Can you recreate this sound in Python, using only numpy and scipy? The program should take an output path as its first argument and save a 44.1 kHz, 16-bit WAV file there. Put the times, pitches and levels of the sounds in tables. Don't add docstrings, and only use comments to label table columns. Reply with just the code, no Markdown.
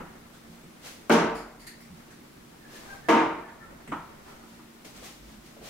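import sys
import numpy as np
from scipy import signal
from scipy.fft import rfft, irfft
from scipy.io import wavfile
from scipy.ndimage import uniform_filter1d

SR = 44100
rng = np.random.default_rng(int(sys.argv[2]) if len(sys.argv) > 2 else 0)


def bounce(signal):
    frames = np.transpose(np.atleast_2d(signal))
    limited = np.clip(frames, -1, 1)
    pcm = np.round(limited * 32767).astype(np.int16)
    wavfile.write(sys.argv[1], SR, pcm)


N = 250929


def amp(db):
    return 10 ** (np.asarray(db) / 20)


def unit_rms(x):
    return x / np.sqrt(np.mean(x ** 2) + 1e-20)


def curve_at(points, hz):
    f, value = np.transpose(points)
    return np.interp(np.log(hz + 1), np.log(f + 1), value)


def add(mix, start, sound):
    part = mix[:, max(round(start * SR), 0):][:, :sound.shape[1]]
    part += sound[:, :part.shape[1]]


def drift(size, hz):
    f = np.fft.rfftfreq(size, 1 / SR)
    return unit_rms(irfft(rfft(rng.standard_normal(size)) / (1 + (f / hz) ** 2) ** 2, size))


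def swells(moves, fade_db_per_s):
    t, power = np.arange(N) / SR, np.zeros(N)
    for peak, build, db in moves:
        before, after = np.maximum(peak - t, 0), np.maximum(t - peak, 0)
        power += amp(db - fade_db_per_s * after) ** 2 * np.exp(-(before / build) ** 2)
    return np.sqrt(power)


# frequency in Hz, coherence from 0 to 1.
COHERENCE = [(50, 0.97), (150, 0.96), (280, 0.97), (450, 0.82), (750, 0.26), (1200, 0.5), (2200, 0.31),
             (3300, 0.076), (5500, 0.047), (15000, 0)]
def diffuse(colour, size, likeness=1):
    hz = np.fft.rfftfreq(size, 1 / SR)
    coherence = np.clip(curve_at(COHERENCE, hz), 0, 1) ** (1 / likeness)
    mid, side = np.exp(2j * np.pi * rng.random((2, len(hz)))) * np.sqrt([1 + coherence, 1 - coherence])
    return unit_rms(irfft(np.array([mid + side, mid - side]) * amp(curve_at(colour, hz)), size))


# frequency in Hz, seconds to fall by 60 dB.
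ROOM_T60 = [(45, 1.35), (100, 0.78), (170, 0.56), (350, 0.51), (700, 0.64), (1100, 0.65), (2000, 0.6),
            (4000, 0.55), (8000, 0.45), (16000, 0.27)]
def blow(colour, rise_s, damping=1, early_db=-20, early_s=0.034, likeness=1):
    hz, frame_s, bands = signal.stft(diffuse(colour, SR, likeness), SR, nperseg=512)
    ripple_db = 4.5 * uniform_filter1d(rng.standard_normal(len(hz)), size=3) * hz / (hz + 1500)
    decay_db = 60 * frame_s * damping / curve_at(ROOM_T60, hz)[:, None]
    tail = signal.istft(bands * amp(ripple_db[:, None] - decay_db), SR, nperseg=512)[1][:, :SR]
    t = np.arange(SR) / SR
    return tail * (1 - np.exp(-t / rise_s)) * (1 + amp(early_db) * np.exp(-t / early_s))


# frequency in Hz, level in dB per Hz.
AIR_COLOUR = [(22, -34), (42, -19), (65, -10), (100, -21), (160, -3.5), (230, -3.5), (350, -3), (520, -18),
              (900, -23), (1400, -20), (2700, -19.5), (7000, -25), (15500, -28)]
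# frequency in Hz, level in dB.
HUM_TONES = [(45.5, -75), (137, -66.5), (172, -68.5), (230, -61), (308, -79)]
def room_tone(air_db=-54, waver_rad=0.38):
    t, hum = np.arange(N) / SR, np.zeros(N)
    for hz, db in HUM_TONES:
        tone = np.sqrt(2) * np.sin(2 * np.pi * hz * t + waver_rad * drift(N, 15))
        hum += amp(db) * tone * (1 + 0.31 * drift(N, 3.8))
    return amp(air_db) * diffuse(AIR_COLOUR, N, likeness=0.14) + hum


# frequency in Hz, level in dB per Hz.
CLOTH_COLOUR = [(60, -10), (250, -1.5), (600, 4.5), (1300, 0), (2500, 1), (4000, 0), (6500, -2),
                (9000, -6.5), (15500, -12)]
# fastest moment in seconds, build-up in seconds, level in dB.
SLEEVE_MOVES = [(.55, .05, -60.5), (.875, 0.028, -42), (1.99, 0.033, -60.5), (2.78, 0.058, -48),
                (2.94, 0.11, -51.5), (4.31, 0.048, -55), (4.55, .1, -59.5), (4.851, 0.0034, -46.5),
                (4.97, 0.015, -48.5), (5.06, 0.024, -43.5), (5.32, 0.072, -56), (5.47, 0.019, -53.5),
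                (5.675, 0.03, -44)]
def sweater(rest_db=-64, flutter_db=0.06):
    rubbing = np.hypot(swells(SLEEVE_MOVES, fade_db_per_s=108), amp(rest_db))
    return diffuse(CLOTH_COLOUR, N, likeness=0.52) * rubbing * amp(flutter_db * drift(N, 120))


# frequency in Hz, level in dB per Hz.
SOLE_COLOUR = [(100, 6.5), (300, 3), (600, 4.5), (1300, 1.5), (2200, -3.5), (4000, -36.5), (16000, -77)]
# fastest moment in seconds, build-up in seconds, level in dB.
SOLE_SLIDES = [(.02, .1, -50.5), (2.0, .08, -57), (2.91, 0.14, -49), (3.72, 0.15, -51), (4.25, 0.2, -53)]
def sliding_soles(rest_db=-57, uneven_db=1.4):
    sliding = np.hypot(swells(SOLE_SLIDES, fade_db_per_s=29.5), amp(rest_db))
    return diffuse(SOLE_COLOUR, N, likeness=0.17) * sliding * amp(uneven_db * drift(N, 25))


# frequency in Hz, level in dB per Hz.
FLEX_COLOUR = [(25, -24), (45, 9), (70, -5), (130, -21), (220, 2.5), (400, -47), (2000, -70)]
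# moment of full weight in seconds, build-up in seconds, level in dB.
FLEX_STRIDES = [(5.02, .05, -54), (5.32, 0.062, -48.5), (5.64, .04, -57)]
def flexing_floor():
    return diffuse(FLEX_COLOUR, N) * swells(FLEX_STRIDES, fade_db_per_s=90)


# frequency in Hz, level in dB per Hz.
HEEL_COLOUR = [(300, 9.5), (1400, -2), (2600, 3), (3500, -14), (6300, -20), (8000, -2), (10000, -21),
               (16000, -28)]
STEP_COLOUR = [(30, -17), (70, 5.5), (120, -8), (165, 16), (230, 4.5), (400, -5), (900, -31), (2600, -45),
               (16000, -65)]
KNOCK_COLOUR = [(60, -40), (170, 0.5), (300, 2), (550, -9), (950, 3.5), (1130, -3), (1330, 4.5), (1550, -7),
                (1900, -10), (3000, -17), (4500, -37), (8000, -31), (16000, -59)]
SCUFF_COLOUR = [(100, -8), (250, -14), (370, 9.5), (520, 11.5), (750, 4), (1200, -21), (3000, -26),
                (16000, -36)]
# start in seconds, level in dB, heel tick in dB relative to that level.
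FOOTFALLS = [(0, -41, -29), (0.469, -48.5, -21), (0.635, -47.5, -11), (1.886, -44, -30), (2.191, -55, -20),
             (3.709, -53, -6), (3.875, -37, -9)]
# start in seconds, level in dB.
FLOOR_KNOCKS = [(0, -42.5), (3.918, -31.5), (4.276, -51), (4.431, -55.5), (4.588, -54.5)]
SHOE_SCUFFS = [(.004, -44), (2.735, -53), (3.72, -52), (4.846, -53), (5.01, -50), (5.563, -48.5),
               (5.612, -46.5)]
def footsteps():
    out = np.zeros((2, N))
    for start, db, heel_db in FOOTFALLS:
        heel = blow(HEEL_COLOUR, rise_s=0.0006, damping=1.4, early_db=-2, early_s=0.008)
        weight = blow(STEP_COLOUR, rise_s=0.017, damping=1.77, early_db=2, early_s=0.026)
        add(out, start, amp(db + heel_db) * heel)
        add(out, start + 0.00482, amp(db) * weight)
    for start, db in FLOOR_KNOCKS:
        knock = blow(KNOCK_COLOUR, rise_s=0.0025, damping=1.3, early_db=-0.5, early_s=0.0093, likeness=2)
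        add(out, start, amp(db) * knock)
    for start, db in SHOE_SCUFFS:
        scuff = blow(SCUFF_COLOUR, rise_s=0.0061, damping=3.6, early_db=0.5, early_s=0.025)
        add(out, start, amp(db) * scuff)
    return out


# start and length in seconds, first and last pitch in Hz, level in dB.
FLOOR_SQUEAKS = [(2.576, 0.13, 1780, 1652, -59.5), (2.669, 0.12, 1665, 1840, -58),
                 (2.86, 0.12, 1565, 1573, -48), (2.828, 0.173, 776, 797, -56.5),
                 (3.021, 0.06, 1790, 1770, -51.5), (3.42, 0.044, 1780, 1730, -50),
                 (3.585, 0.056, 1788, 1784, -51.5), (3.588, 0.058, 1367, 1338, -51)]
def squeaks(waver=0.018, rough=0.35):
    out = np.zeros((2, N))
    for start, length, first_hz, last_hz, db in FLOOR_SQUEAKS:
        size = int(length * SR)
        hz = np.linspace(first_hz, last_hz, size) * (1 + waver * drift(size, 190))
        tone = np.sin(2 * np.pi * np.cumsum(hz) / SR)
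        tone *= np.hanning(size) * (1 + rough * drift(size, 160))
        room = blow(SOLE_COLOUR, rise_s=0.001, damping=1.1, early_db=4, early_s=0.008)
        wet = signal.fftconvolve(tone[None], room, axes=1)
        add(out, start, amp(db) * wet / np.sqrt(np.sum(wet ** 2) / (2 * size)))
    return out


# frequency in Hz, width in Hz, level in dB.
BARREL_MODES = [(1940, 110, 4.5), (2170, 330, 0.5), (4860, 630, -1), (5100, 320, -35), (7240, 480, -4.5),
                (9360, 530, -3.5), (11000, 300, -4), (13800, 1900, -10)]
# start in seconds, level in dB, rise in seconds, pitch factor.
HAND_CLINKS = [(0.331, -52, 0.016, 0.74), (1.346, -36.5, 0.034, 1), (1.594, -43.5, 0.025, 0.96),
               (1.666, -40.5, 0.0064, 0.93), (1.8, -48.5, 0.019, 1.04), (2.105, -52.5, 0.013, 0.82),
               (4.846, -61, .001, 1.16)]
def clinks():
    out, hz = np.zeros((2, N)), np.linspace(0, SR / 2, num=1024)
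    for start, db, rise_s, grip in HAND_CLINKS:
        power = sum(amp(mode_db) ** 2 / (1 + (2 * (hz - mode_hz * grip) / width) ** 2)
                    for mode_hz, width, mode_db in BARREL_MODES)
        colour = np.transpose([hz, 10 * np.log10(power)])
        add(out, start, amp(db) * blow(colour, rise_s, damping=1.4, early_db=3, early_s=0.007))
    return out


# frequency in Hz, level in dB per Hz.
TAP_COLOUR = [(200, -24), (780, -20), (930, 5), (1100, -17), (1800, -13), (3000, -28), (16000, -60)]
# start in seconds, level in dB.
BOARD_TAPS = [(3.385, -43), (3.482, -45.5)]
def rocking_board():
    out = np.zeros((2, N))
    for start, db in BOARD_TAPS:
        add(out, start, amp(db) * blow(TAP_COLOUR, rise_s=0.0036, damping=1.9, early_db=2, early_s=0.015))
    return out


# frequency in Hz, level in dB for the first dart, then the second.
WALL_MODES = [(44.9, -23, -38), (169, -7.5, -19), (173, -23, -14), (223.1, -9, -6.5), (231.3, 1, -7.5),
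              (273.6, -6, -9), (293.6, -4, -4.5), (321.3, 0, 2), (363.7, -0.5, -2), (397.7, -7, -6.5),
              (446.6, -4, -3), (450.6, -1, -7.5), (471, -4.5, -3), (590, -6.5, -26), (602, -18, -14),
              (642.4, -9.5, -7.5), (648.5, -21, -9), (683, -14.5, -9.5), (919, -5, 0), (984, -20, -11),
              (1028, -21, -31), (1124, -29, -23), (1100, -17, -19), (1167, -12, -10.5), (1290, -10, -34),
              (1452, -11.5, -17), (1582, -15, -20), (1670, -34, -15), (2105, -30, -14)]
def wall_ring(levels_db, build_cycles=6, linger=0.99, beat=0.54, beat_hz=12, width=0.48):
    t, out = np.arange(SR) / SR, np.zeros((2, SR))
    for (hz, *_), db in zip(WALL_MODES, levels_db):
        spread = width * np.arccos(np.clip(curve_at(COHERENCE, hz), -1, 1)) * rng.choice([-1, 1])
        phase = 2 * np.pi * (hz * t + rng.random()) + np.array([[spread], [-spread]])
        wave = np.sin(phase) * (1 + beat * drift(SR, beat_hz))
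        wave += np.cos(phase) * beat * drift(SR, beat_hz)
        decay = np.exp(-np.log(1000) * t / (linger * curve_at(ROOM_T60, hz)))
        out += wave * amp(db) * decay * (1 - np.exp(-t * hz / build_cycles))
    return out


def brightened(colour, db, centre_hz=1900):
    return [(hz, level + db * np.exp(-np.log2(hz / centre_hz) ** 2)) for hz, level in colour]


# frequency in Hz, level in dB per Hz.
TICK_COLOUR = [(100, -8), (800, 8), (2500, -15), (6000, -2), (16000, -10)]
CRACK_COLOUR = [(100, -28), (400, -3), (750, 5), (1400, -12), (2000, -13), (2700, -19), (4000, -40),
                (16000, -53)]
THUD_COLOUR = [(25, -44), (50, -21), (100, -18), (150, -11), (230, 1), (400, -3), (540, -3.5), (750, -1),
               (1200, 0), (1800, -6.5), (2700, -12), (3500, -20.5), (6000, -27.5), (16000, -49.5)]
RATTLE_COLOUR = [(800, -37), (2000, -14), (2900, -2.5), (3350, -6.5), (4100, -6.5), (4700, -10), (5600, -7),
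                 (7500, -15.5), (12000, -19), (16000, -26)]
# start in seconds, levels of thud, ring and rattle in dB,
# rattle delay in seconds, tick level in dB, brightness in dB.
DART_HITS = [(1.096, -10, -12.5, -21.5, 0.014, -15.5, -2), (3.0854, -9.5, -14, -29, .003, -18, -1)]
def darts(crack_db=-2):
    out, t = np.zeros((2, N)), np.arange(SR) / SR
    for hit, levels_db in zip(DART_HITS, np.transpose(WALL_MODES)[1:]):
        start, thud_db, ring_db, rattle_db, delay, tick_db, bright_db = hit
        tick = diffuse(TICK_COLOUR, SR) * (t / 0.00089) * np.exp(-t / 0.00064)
        crack = diffuse(brightened(CRACK_COLOUR, bright_db), SR, likeness=5.5)
        crack *= (t / 0.0021) * np.exp(-t / 0.0022)
        thud = blow(brightened(THUD_COLOUR, bright_db), rise_s=0.01, likeness=1.7)
        add(out, start, amp(tick_db) * tick + amp(thud_db + crack_db) * crack + amp(thud_db) * thud)
        add(out, start, amp(ring_db) * wall_ring(levels_db))
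        rattle = blow(RATTLE_COLOUR, rise_s=0.01, damping=1.2, early_db=0)
        add(out, start + delay, amp(rattle_db) * rattle)
    return out


def scene():
    thrower = sweater() + sliding_soles() + flexing_floor() + footsteps() + squeaks() + clinks()
    return room_tone() + thrower + rocking_board() + darts()


def gain_cut(over_db, recover_db_per_s):
    fall = np.arange(N) * recover_db_per_s / SR
    return np.maximum.accumulate(over_db + fall) - fall


def record(dry, limit_db=-15.5, duck_above_db=-28, duck_db=3, edge_hz=15850):
    # frequency in Hz, left microphone over right in dB.
    mismatch = [(60, -0.36), (160, -2), (330, -0.76), (600, 0.42), (2500, 1), (15000, 0.4)]
    lean_db = curve_at(mismatch, np.fft.rfftfreq(N, 1 / SR))
    heard = irfft(rfft(dry) * amp(np.array([lean_db, -lean_db]) / 2), N)
    power = uniform_filter1d((heard ** 2).mean(0), size=400)
    power_db = 10 * np.log10(abs(power) + 1e-12)
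    quick_db = gain_cut(power_db - limit_db, recover_db_per_s=62)
    slow_db = gain_cut(np.clip(power_db - duck_above_db, 0, duck_db), recover_db_per_s=4.5)
    limited = heard / amp(uniform_filter1d(np.maximum(quick_db, slow_db), size=200))
    low_pass = signal.firwin(511, edge_hz, window=("kaiser", 9), fs=SR)
    return signal.oaconvolve(limited, low_pass[None], "same")


dry = scene()
out = record(dry)
bounce(out)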